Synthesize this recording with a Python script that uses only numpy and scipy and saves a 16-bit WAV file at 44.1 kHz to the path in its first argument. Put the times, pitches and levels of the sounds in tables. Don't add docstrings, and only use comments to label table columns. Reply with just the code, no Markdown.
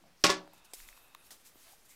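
import sys
import numpy as np
from scipy import signal
from scipy.fft import rfft, irfft
from scipy.io import wavfile
from scipy.ndimage import uniform_filter1d

SR = 44100
rng = np.random.default_rng(int(sys.argv[2]) if len(sys.argv) > 2 else 0)


def wav_out(sig):
    wavfile.write(sys.argv[1], SR, np.round(np.clip(np.atleast_2d(sig).T, -1, 1) * 32767).astype(np.int16))


def invert_db(x):
    u = np.asarray(x, float) / 20
    return 10 ** u


N = 85995

# start in seconds, level of the room in dB, push of air in dB.
CONTACTS = [
    (0.2387, -19.5, -29),
    (0.2504, -30, -71),
    (0.2655, -35, -56),
    (0.2931, -32, -40.5),
    (0.3015, -30, -48),
]


def evened(x):
    return x / np.sqrt(np.mean(x ** 2) + 1e-20)


def read(points, hz):
    f, value = np.transpose(points)
    return np.interp(np.log(hz + 1), np.log(f + 1), value)


def add(mix, s, sound):
    part = mix[round(s * SR):][:len(sound)]
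    part += sound[:len(part)]


def coloured(x, db_of_hz):
    hz = np.fft.rfftfreq(len(x), 1 / SR)
    return evened(irfft(rfft(x) * invert_db(db_of_hz(hz)), len(x)))


def ring(hz, db, t60, phase=0, rise=0.00021):
    t = np.arange(SR // 2) / SR
    shape = invert_db(-60 * t / t60) * (1 - np.exp(-t / rise))
    return invert_db(db) * shape / shape.max() * np.sin(2 * np.pi * (hz * t + phase))


def lid():
    # frequency in Hz, level in dB, t60 in seconds.
    blow_modes = [(130, -38, .14), (180, -39, .5), (258, -40, .35), (310, -35, .48), (336, -31, .25),
                  (384, -29, .1), (412, -26, .09), (490, -33, .1), (580, -26, .16), (803, -29, .13),
                  (1097, -23, .16), (1250, -34, .2), (1320, -33, .1), (1432, -30, .09)]
    bounce_modes = [(381, -31, .26), (412, -35, .12), (567, -41, .42), (578, -32, .09), (730, -38, .15),
                    (960, -42, .35), (1012, -31, .12), (1100, -30, .11), (1132, -34, .25), (322, -43, .25),
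                    (1320, -44, .25), (1384, -46, .3), (1432, -39, .17), (1720, -33, .2)]
    # peak in seconds, level in dB, frequency in Hz, length in seconds.
    cracks = [(.2394, -10, 5500, .0012), (.2408, -14, 4300, .0012), (.2418, -13, 3050, .0013),
              (.2438, -16, 1500, .0013), (.2456, -18, 4900, .0012), (.2528, -21, 1100, .0015),
              (.2668, -15, 5400, .0009), (.2668, -21, 3700, .0009), (.2668, -27, 7000, .0008),
              (.2942, -19, 1300, .0007), (.2960, -30, 6000, .0015), (.3020, -16, 5400, .0009),
              (.3020, -19, 3900, .0009), (.3020, -26, 7000, .0008), (.3022, -41, 13000, .001)]
    out = np.zeros(N)
    phases = rng.random(len(blow_modes))
    for s, modes, rise in ((.2407, blow_modes, .001), (.2945, bounce_modes, .003)):
        for (hz, db, t60), phase in zip(modes, phases):
            add(out, s, ring(hz, db, t60, phase, rise))

    u = np.arange(2000) / SR / 0.001
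    for s, room_db, push_db in CONTACTS:
        add(out, s, invert_db(room_db) * clatter())
        add(out, s, -invert_db(push_db) * u * np.exp(1 - u))

    for s, db, hz, length in cracks:
        t = np.arange(-length, 2 * length, 1 / SR)
        side = np.where(t < 0, length, 2 * length)
        bell = np.exp(-(2 * t / side) ** 2 * 2)
        add(out, s - length, invert_db(db) * bell * np.sin(2 * np.pi * (hz * t + rng.random())))
    return out


def clatter():
    # frequency in Hz, level in dB per Hz.
    colour = [(100, -36), (150, -17), (400, -14.5), (1000, -15), (2200, -8), (5500, -10), (8000, -15),
              (16000, -32.5)]
    # frequency in Hz, t60 of the room in seconds.
    decay = [(100, 0.67), (260, 0.24), (700, 0.44), (1840, 0.21), (4850, 0.21), (12800, 0.1)]
    noise = coloured(rng.standard_normal(SR // 2), lambda f: read(colour, f))
    hz, t, z = signal.stft(noise, SR, nperseg=256, noverlap=192)
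    z = z * invert_db(-60 * t / read(decay, hz)[:, None])
    tail = signal.istft(z, SR, nperseg=256, noverlap=192)[1]
    return tail * np.minimum(np.arange(len(tail)) / SR / 0.0014, 1) ** 2


def tank():
    # frequency in Hz, level in dB, t60 in seconds.
    tank_modes = [(1960, -7, .12), (2008, -8, .13), (2405, -11, .12), (2688, -7, .1), (2915, -8, .1),
                  (3424, -10, .12), (3473, -9, .12), (4191, -9, .12), (4570, -10, .12), (5113, -10, .12),
                  (5337, -8, .1), (6720, -14, .08)]
    shares = [-28, -39, -37, -38, -33]
    out = np.zeros(N)
    phases = rng.random((len(CONTACTS), len(tank_modes)))
    for contact, share_db, row in zip(CONTACTS, shares, phases):
        for (hz, db, t60), phase in zip(tank_modes, row):
            add(out, contact[0] + .001, ring(hz, share_db + db, t60, phase, rise=.001))
    return out


def hand():
    # start in seconds, level in dB, frequency in Hz, t60 in seconds.
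    ticks = [(.0388, -55.5, 670, 0.034), (0.4764, -44.5, 795, .004), (.5350, -46, 900, 0.008),
             (0.5343, -49, 11700, 0.0024), (.593, -66, 8000, .002), (0.7349, -42, 700, .011),
             (0.7352, -47, 540, 0.018), (0.7362, -53, 5500, .006), (.7356, -34.5, 8300, 0.0017),
             (0.735, -48, 2300, 0.008), (0.8021, -43, 2000, 0.0033), (0.8885, -42, 1930, 0.005),
             (.8878, -44, 3300, 0.003), (0.9282, -45, 2100, 0.003), (.976, -48, 1090, 0.0062),
             (1.083, -54, 9500, 0.00195), (1.1492, -36, 1130, 0.0075), (1.1490, -40.5, 3780, 0.0063),
             (1.1485, -46, 8650, 0.0016), (1.1487, -49, 12900, 0.0026), (1.1483, -46, 15700, .003),
             (1.306, -54.5, 751, 0.027), (1.306, -52, 1900, 0.022), (1.557, -50, 300, 0.01),
             (1.735, -55.5, 760, 0.024), (.7358, -50, 3350, .007), (.7362, -51, 4300, .007),
             (.7362, -50, 6400, .007), (1.1487, -47, 1800, .005)]
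    # start in seconds, rise in seconds, fade t60 in seconds, level in dB, centre in Hz.
    rubs = [(.07, 0.027, 0.22, -85, 5040), (0.401, 0.18, 3.5, -73.5, 1494),
            (1.311, 0.0067, 0.19, -59.5, 453), (1.5, .2, 0.22, -63.5, 1800), (0.74, 0.03, 0.3, -63, 13000),
            (0.661, 0.044, 0.4, -73.5, 12850), (0.172, 0.05, 0.16, -65.5, 5300),
            (0.534, .004, 0.28, -65.5, 10440), (0.572, 0.0059, 0.096, -64, 8660),
            (0.64, 0.011, 0.097, -58.5, 5500), (0.7332, 0.0032, 0.13, -44.5, 8500),
            (0.748, 0.048, 0.48, -54, 8700), (.87, 0.014, 0.26, -56.5, 8640),
            (0.901, 0.061, 1.25, -66, 9000), (0.959, 0.014, 0.11, -63.5, 4970),
            (1.201, 0.068, 0.29, -61.5, 9100), (1.305, 0.0024, 0.22, -48.5, 7160),
            (1.43, 0.042, 0.24, -56.5, 7820), (1.52, 0.11, 1.3, -61.5, 9000),
            (1.63, 0.099, 0.12, -61, 12640), (1.361, .05, 0.46, -66.5, 5950),
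            (1.84, 0.018, 0.16, -63, 11160), (1.872, 0.037, 0.36, -59.5, 8030)]
    # start in seconds, rise in seconds, fade t60 in seconds, level in dB, centre in Hz.
    scrapes = [(0.74, 0.1, .7, -60, 45), (1.175, 0.041, .15, -73, 36), (.81, 0.027, 0.32, -66, 2200),
               (0, 0.07, 0.5, -69, 192), (0.0034, 0.019, 0.38, -67, 312), (0.047, .015, 0.21, -65, 685),
               (0.033, .05, .38, -77, 5150), (0.14, .05, 0.17, -73, 5350), (0.42, .08, 0.91, -73, 4400),
               (0.68, 0.036, .45, -70, 8200), (0.78, 0.085, 0.96, -68, 12800),
               (1.14, 0.067, 0.41, -68.5, 10500), (1.51, 0.065, 0.33, -67, 14000),
               (1.8, 0.012, 0.36, -78, 310), (1.6, 0.13, .18, -70, 750), (1.875, 0.028, .28, -65, 7800),
               (1.875, 0.026, 0.42, -67, 2200)]
    out = np.zeros(N)
    for s, *row in ticks:
        add(out, s, tick(*row))
    for s, *row in rubs:
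        add(out, s, rub(*row, octaves=1.95))
    for s, *row in scrapes:
        add(out, s, rub(*row, octaves=.25))
    return out


def tick(db, hz, t60):
    a, b = rng.random(2)
    modes = ring(hz, db, t60)
    modes += ring(hz * (1.324 + 0.07 * a), db - 3.5, t60 * 0.23, b)
    modes += ring(hz * (.85 - 0.16 * b), db - 12, t60 * 0.79, a)
    t = np.arange(600) / SR
    snap = coloured(rng.standard_normal(600), lambda f: -6 * (np.log2((f + 200) / (2.3 * hz)) / 3.0) ** 2)
    modes[:600] += snap * invert_db(db - 13.5 - 60 * t / 0.0069)
    thin = signal.butter(4, .5 * hz, 'high', fs=SR)
    return signal.lfilter(*thin, modes)


def rub(rise, t60, db, hz, octaves):
    t = np.arange(SR) / SR
    grain_db = 0.5 * evened(uniform_filter1d(rng.standard_normal(SR), 60))
    noise = rng.standard_normal(SR) * invert_db(grain_db)
    z = signal.stft(noise, nperseg=256)[2]
    patches = uniform_filter1d(rng.standard_normal(z.shape), 5, 0)
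    patches = evened(uniform_filter1d(patches, 9, 1))
    noise = signal.istft(z * invert_db(1.6 * patches), nperseg=256)[1][:SR]

    def band_db(f):
        return -6 * (np.log2((f + 20) / hz) / octaves) ** 2 - 8 * (f / 16000) ** 12

    swell = np.sin(np.pi / 2 * np.minimum(t / rise, 1)) ** 2
    fade = invert_db(-60 * np.maximum(t - rise, 0) / t60)
    return invert_db(db) * swell * fade * coloured(noise, band_db)


def squeaks():
    # start in seconds, rise in seconds, fade t60 in seconds, level in dB, centre in Hz.
    slips = [
        (.94, .05, .3, -70, 12500),
        (1.01, .04, .25, -70, 12900),
        (.738, .008, .06, -56, 7500),
        (.87, .018, .12, -66, 10000),
    ]
    out = np.zeros(N)
    for s, *row in slips:
        add(out, s, rub(*row, octaves=.05))
    return out


def room():
    # frequency in Hz, level in dB per Hz.
    hush_colour = [(20, -8), (228, -8), (1260, -11), (2670, -14), (6910, -20), (12800, -24), (14500, -26),
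                   (16000, -27)]
    # frequency in Hz, width in Hz, level in dB.
    mid_rubs = [
        (2600, 200, -74),
        (3700, 260, -76),
        (1070, 890, -71.5),
    ]
    open_hand = (0.517, 1.283)
    t = np.arange(N) / SR
    out = invert_db(-67.5) * coloured(rng.standard_normal(N), lambda f: read(hush_colour, f))

    is_open = uniform_filter1d(1. * (t > open_hand[0]) * (t < open_hand[1]), 3000)
    for hz, width, db in mid_rubs:
        rub_band = coloured(rng.standard_normal(N), lambda f: -10 * np.log10(1 + (2 * (f - hz) / width) ** 4))
        out += is_open * invert_db(db) * rub_band

    lumps = invert_db(1.3 * evened(uniform_filter1d(rng.standard_normal(N), 4000)))
    rumble = coloured(rng.standard_normal(N), lambda f: -10 * np.log10(1 + (f / 45) ** 4))
    return out + invert_db(-80) * lumps * rumble


def scene():
    return (lid() + tank() + hand() + squeaks() + room())[None]


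def top_cut(x):
    return signal.sosfilt(signal.butter(12, 16480, fs=SR, output="sos"), x)


def record(dry):
    limit, edge_hz = .8, 15850
    loud = limit * np.tanh(dry / limit)
    lowpass = signal.firwin(255, edge_hz, window=("kaiser", 9), fs=SR)
    mix = signal.oaconvolve(loud, lowpass[None], "same") - .0004
    return top_cut(mix)


dry = scene()
out = record(dry)
wav_out(out)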